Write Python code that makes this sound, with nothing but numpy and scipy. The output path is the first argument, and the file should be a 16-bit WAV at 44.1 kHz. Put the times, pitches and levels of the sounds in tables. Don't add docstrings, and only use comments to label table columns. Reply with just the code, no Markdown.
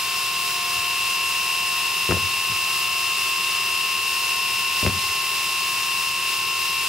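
import sys
import numpy as np
from scipy import signal
from scipy.fft import rfft, irfft, next_fast_len
from scipy.io import wavfile
from scipy.ndimage import map_coordinates

SR = 44100
rng = np.random.default_rng(int(sys.argv[2]) if len(sys.argv) > 2 else 0)


def to_wav(sig):
    pcm = np.clip(np.atleast_2d(sig), -1, 1) * 32767
    pcm = np.round(pcm).astype(np.int16)
    wavfile.write(sys.argv[1], SR, pcm.T)


N = 303408
T = np.arange(N) / SR

TURNS_PER_S, CREEP_PER_S = 35.468, 0.008
DRONE_ORDER, DRONE_DB, DRONE_FADE_DB_PER_S = 20, -47.5, 1.15
# [multiple of the cutter turn, relative level/dB]
GEAR_TONES = [(10, -55), (11, -60), (26, -54), (27, -48), (29, -52), (30, -34), (31, -52), (37, -55),
              (38, -55), (39, -55), (40, -52), (49, -52), (50, -49.5), (54, -55), (60, -54), (63, -52),
              (64, -53), (69, -47), (86, -49), (87, -44), (88, -52), (96, -48), (101, -50), (106, -52),
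              (112, -51), (114, -51), (134, -53), (136, -51), (152, -52)]
# [multiple of the cutter turn, relative level/dB]
WHINE_TONES = [(71, -49), (71.35, -53), (73.62, -35), (75, -47), (76, -31), (78, -45), (78.23, -34),
               (79, -42), (80, -46), (80.61, -43), (82, -50), (147.25, -46)]
# [t/s, relative level/dB]
RING_LEVEL = [(0.15, -30), (0.65, -30.5), (0.77, -27.5), (3.38, -27), (4.8, -27), (4.89, -29.5),
              (5.09, -28.5), (6.75, -28)]
# [f/Hz, relative spectral level/dB]
RUB_SPECTRUM = [(270, -37), (370, -10.5), (600, -16), (800, -10), (1050, -3.5), (1700, -9), (2400, -2.5),
                (3300, -4), (3900, -1), (4500, -3), (5200, 2.5), (5800, -5.5), (7200, -6.5), (10000, -6),
                (15000, -10.5)]
# [f/Hz, coherence]
RUB_COHERENCE = [(300, 0.24), (1200, 0.57), (2800, 0.74), (4200, 0.54), (6400, 0.69), (10000, 0.54),
                 (15000, 0.25)]


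def shaver():
    speed = (TURNS_PER_S + CREEP_PER_S * T) * (1 + 0.000292 * wobble(5))
    turns = np.cumsum(speed) / SR
    tonal = gears(turns) + drone(turns) + ringing_head(turns)
    return ports(tonal + rubbing(turns) + surface_buzz(turns), lag_ms=0.018)


def gears(turns):
    return amp(-0.14) * tones(GEAR_TONES, turns, waver_db=0.48, slack=0.12)


def drone(turns):
    level_db = DRONE_DB - DRONE_FADE_DB_PER_S * T + 1.9 * wobble(2.98)
    return np.sqrt(2) * amp(level_db) * np.sin(2 * np.pi * DRONE_ORDER * turns)


def ringing_head(turns):
    whine = amp(0.4) * tones(WHINE_TONES, turns, waver_db=0.36, slack=0.13)

    def head_response(f):
        return resonance(f, hz=2770, width_hz=470) ** 2
    head = amp(-34.5) * noise(head_response, [(2750, 0.36)])
    return amp(curve(RING_LEVEL) + 0.73) * unit(whine + head)


def rubbing(turns):
    bites = 0.4 * np.cos(2 * np.pi * 6 * turns)
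    uneven_side = 0.22 * np.cos(2 * np.pi * turns)
    pressure = amp(bites + uneven_side + 0.59 * wobble(10))
    hiss = noise(lambda f: amp(along(RUB_SPECTRUM, f)), RUB_COHERENCE)
    return amp(-27.0) * pressure * scatter(hiss, share=0.42, drift_rate=1.53)


def surface_buzz(turns):
    def colour(f):
        return amp(along(RUB_SPECTRUM, f)) / (1 + (f / 6000) ** 2)
    return amp(-36.5) * unit(filtered(one_turn(turns), colour))


def tones(lines, turns, waver_db, slack):
    out = np.zeros(N)
    for order, db in lines:
        phase = 2 * np.pi * (order * turns + rng.random()) + slack * wobble(14)
        out += np.sqrt(2) * amp(db + waver_db * wobble(9)) * np.sin(phase)
    return out


def one_turn(turns, size=1024):
    surface = rng.standard_normal(size)
    return map_coordinates(surface, [turns % 1 * size], mode="grid-wrap")


def scatter(x, share, drift_rate, count=12):
    delays_s = rng.uniform(.0005, .009, count)
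    copies = sum(wobble(drift_rate) * np.roll(x, round(delay * SR), axis=-1) for delay in delays_s)
    dull = filtered(copies, lambda f: 1 / np.hypot(1, f / 6000))
    return unit(x + share * dull / np.sqrt(count))


# [f/Hz, left minus right level/dB]
SHAVER_BALANCE = [(300, 5), (1100, 4), (2700, 2.5), (4200, 2), (6400, -1), (9800, -3.5), (15000, -0.5)]


def ports(x, lag_ms):
    half = np.array([[.5], [-.5]])
    lag_s = lag_ms / 1000

    def response(f):
        return amp(half * along(SHAVER_BALANCE, f)) * np.exp(-2j * np.pi * f * half * lag_s)
    return filtered(x, response)


# [f/Hz, relative level/dB, t60/s before the cat's damping]
FLOOR_MODES = [(72, -12.5, 0.11), (97, -5, 0.15), (131, -17.5, .08), (176, -7.5, 0.046), (192, -4.5, 0.069),
               (269, -15, 0.045), (350, -12, 0.064), (387, -5, 0.048), (504, -11.5, 0.046),
               (609, -11.5, 0.049)]
DAMPED_SHARE = 0.81
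PUSH_CYCLES, SMOOTH_CYCLES = 0.19, 1


def paws():
    thuds, taps = np.zeros(N + SR), np.zeros(N + SR)
    t = np.arange(SR // 2) / SR
    for s, thud_db, tap_db, rise_s in contacts():
        start = round(s * SR)
        thuds[start:start + len(t)] += amp(thud_db + 4.5) * floor_ring(t, thud_db, rise_s)
        burst = amp(-60 * t / 0.012) * rng.standard_normal(len(t))
        taps[start:start + len(t)] += amp(tap_db + 11.5) * burst
    low_cut = signal.butter(4, 55, "highpass", fs=SR, output="sos")

    def tap_colour(f):
        return resonance(f, hz=1450, width_hz=2200) / (1 + (f / 4300) ** 4)
    return signal.sosfilt(low_cut, thuds[:N]) + filtered(taps[:N], tap_colour)


def floor_ring(t, thud_db, rise_s):
    hz, level_db, t60 = np.transpose(FLOOR_MODES)[:, :, None]
    soft_hz = min(1000 * amp(1.25 * (thud_db + 19.5)), SMOOTH_CYCLES / rise_s)
    strength = amp(level_db + 1.7 * rng.standard_normal(hz.shape))
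    strength = strength / np.sqrt(1 + (hz / soft_hz) ** 4)
    strength = strength / np.hypot(1, PUSH_CYCLES / (rise_s * hz))
    decay = amp(-60 * t / (DAMPED_SHARE * t60))
    modes = strength * decay * np.sin(2 * np.pi * (hz * t + rng.random(hz.shape)))
    return modes.sum(0) * (1 - np.exp(-t / rise_s))


# [t/s, relative thud level/dB]
SOFT_STEPS = [(.755, -34), (2.221, -31), (2.494, -27), (4.915, -31), (5.03, -36), (5.07, -35.5)]
# [main blow t/s, thud level/dB, forepaws' lead/s, last paw level/dB, settling level/dB]
CAT_LANDINGS = [(2.110, -12.5, .020, -16.5, -19.5), (4.864, -11.5, .036, -21, -25)]
LANDING_RISE_S, STEP_RISE_S = 0.0012, .005
ROLL_S, PAD_TAP_DB = 0.0193, -25


def contacts():
    hard = [(*touch, LANDING_RISE_S) for row in CAT_LANDINGS for touch in landing(*row)]
    soft = []
    for s, db in SOFT_STEPS:
        for delay in (0, ROLL_S):
            soft.append((s + delay, db, db + PAD_TAP_DB, STEP_RISE_S))
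    return hard + soft


FOREPAW_DB, FOREPAW_TAP_DB, SECOND_PAW_SHARE = -17, -33, .42
LAST_PAW_S, SLAP_DB = .0115, -14.5
SETTLE_S, SETTLE_LOSS_DB = .029, 3


def landing(s, db, lead_s, last_db, settle_db, count=2):
    fore = [(s - lead_s * share, FOREPAW_DB, FOREPAW_TAP_DB) for share in (1, SECOND_PAW_SHARE)]
    hind = [(s, db, SLAP_DB), (s + LAST_PAW_S, last_db, last_db)]
    bumps = []
    for k in range(count):
        bumps.append((s + (k + 1) * SETTLE_S, settle_db - k * SETTLE_LOSS_DB, settle_db + PAD_TAP_DB))
    return fore + hind + bumps


# [f/Hz, t60/s]
ROOM_DECAY = [(100, 0.51), (400, 0.31), (2000, 0.38), (10000, 0.075)]


def room(x):
    hz, t, z = signal.stft(rng.standard_normal((2, SR // 2)), SR, nperseg=256)
    decay = amp(-60 * t / along(ROOM_DECAY, hz)[:, None])
    tail = signal.istft(z * decay, SR, nperseg=256)[1]
    return signal.fftconvolve(x[None], tail / np.linalg.norm(tail[0]), axes=1)[:, :N]


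# [f/Hz, relative spectral level/dB]
RUMBLE_SPECTRUM = [(20, -28), (45, -31), (62, -8), (95, 1.5), (140, -3), (195, -1), (250, -11.5),
                   (450, -13), (900, -44), (3000, -60)]


def room_rumble():
    return amp(-50.5) * noise(lambda f: amp(along(RUMBLE_SPECTRUM, f)), [(100, 0.8)])


def amp(db):
    return 10 ** (np.asarray(db) / 20)


def unit(x):
    return x / np.sqrt(np.mean(x ** 2) + 1e-20)


def along(points, hz):
    f, v = np.transpose(points)
    return np.interp(np.log(hz + 1), np.log(f), v)


def curve(rows):
    return np.interp(T, *np.transpose(rows))


def wobble(rate):
    coarse = T[::64]
    knots = rng.standard_normal(int(T[-1] * rate) + 4)
    return np.interp(T, coarse, map_coordinates(knots, [coarse * rate], mode="nearest"))


def filtered(x, response):
    m = next_fast_len(N + SR // 2)
    return irfft(rfft(x, m) * response(np.fft.rfftfreq(m, 1 / SR)), m)[..., :N]


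def resonance(f, hz, width_hz):
    return 1j * f * width_hz / (hz ** 2 - f ** 2 + 1j * f * width_hz)


def noise(colour, coherence):
    def response(f):
        turn = np.arccos(np.clip(along(coherence, f), -1, 1)) / 2
        return colour(f) * np.array([np.cos(turn), np.sin(turn)])
    mid, side = filtered(rng.standard_normal((2, N)), response)
    return unit(np.array([mid + side, mid - side]))


def scene():
    knocks = paws()
    half = np.array([[.5], [-.5]])
    shared, apart = room(knocks)
    echo = amp(-13.0) * shared + amp(-17) * half * apart
    cat = (knocks + echo) * amp(4.1 * half)
    return shaver() + cat + room_rumble() * amp(0.63 * half)


def gain_control(x, limit_db, recover_db_per_s):
    power = signal.lfilter([1 / 440], [1, 1 / 440 - 1], np.mean(x ** 2, 0))
    over_db = np.maximum(10 * np.log10(power + 1e-12) - limit_db, 0)
    ramp_db = recover_db_per_s * T
    return x * amp(ramp_db - np.maximum.accumulate(over_db + ramp_db))


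TOP_HZ = 15750


def record(dry):
    levelled = gain_control(dry, limit_db=-18.0, recover_db_per_s=8.5)
    return filtered(levelled, lambda f: f < TOP_HZ)


dry = scene()
out = record(dry)
to_wav(out)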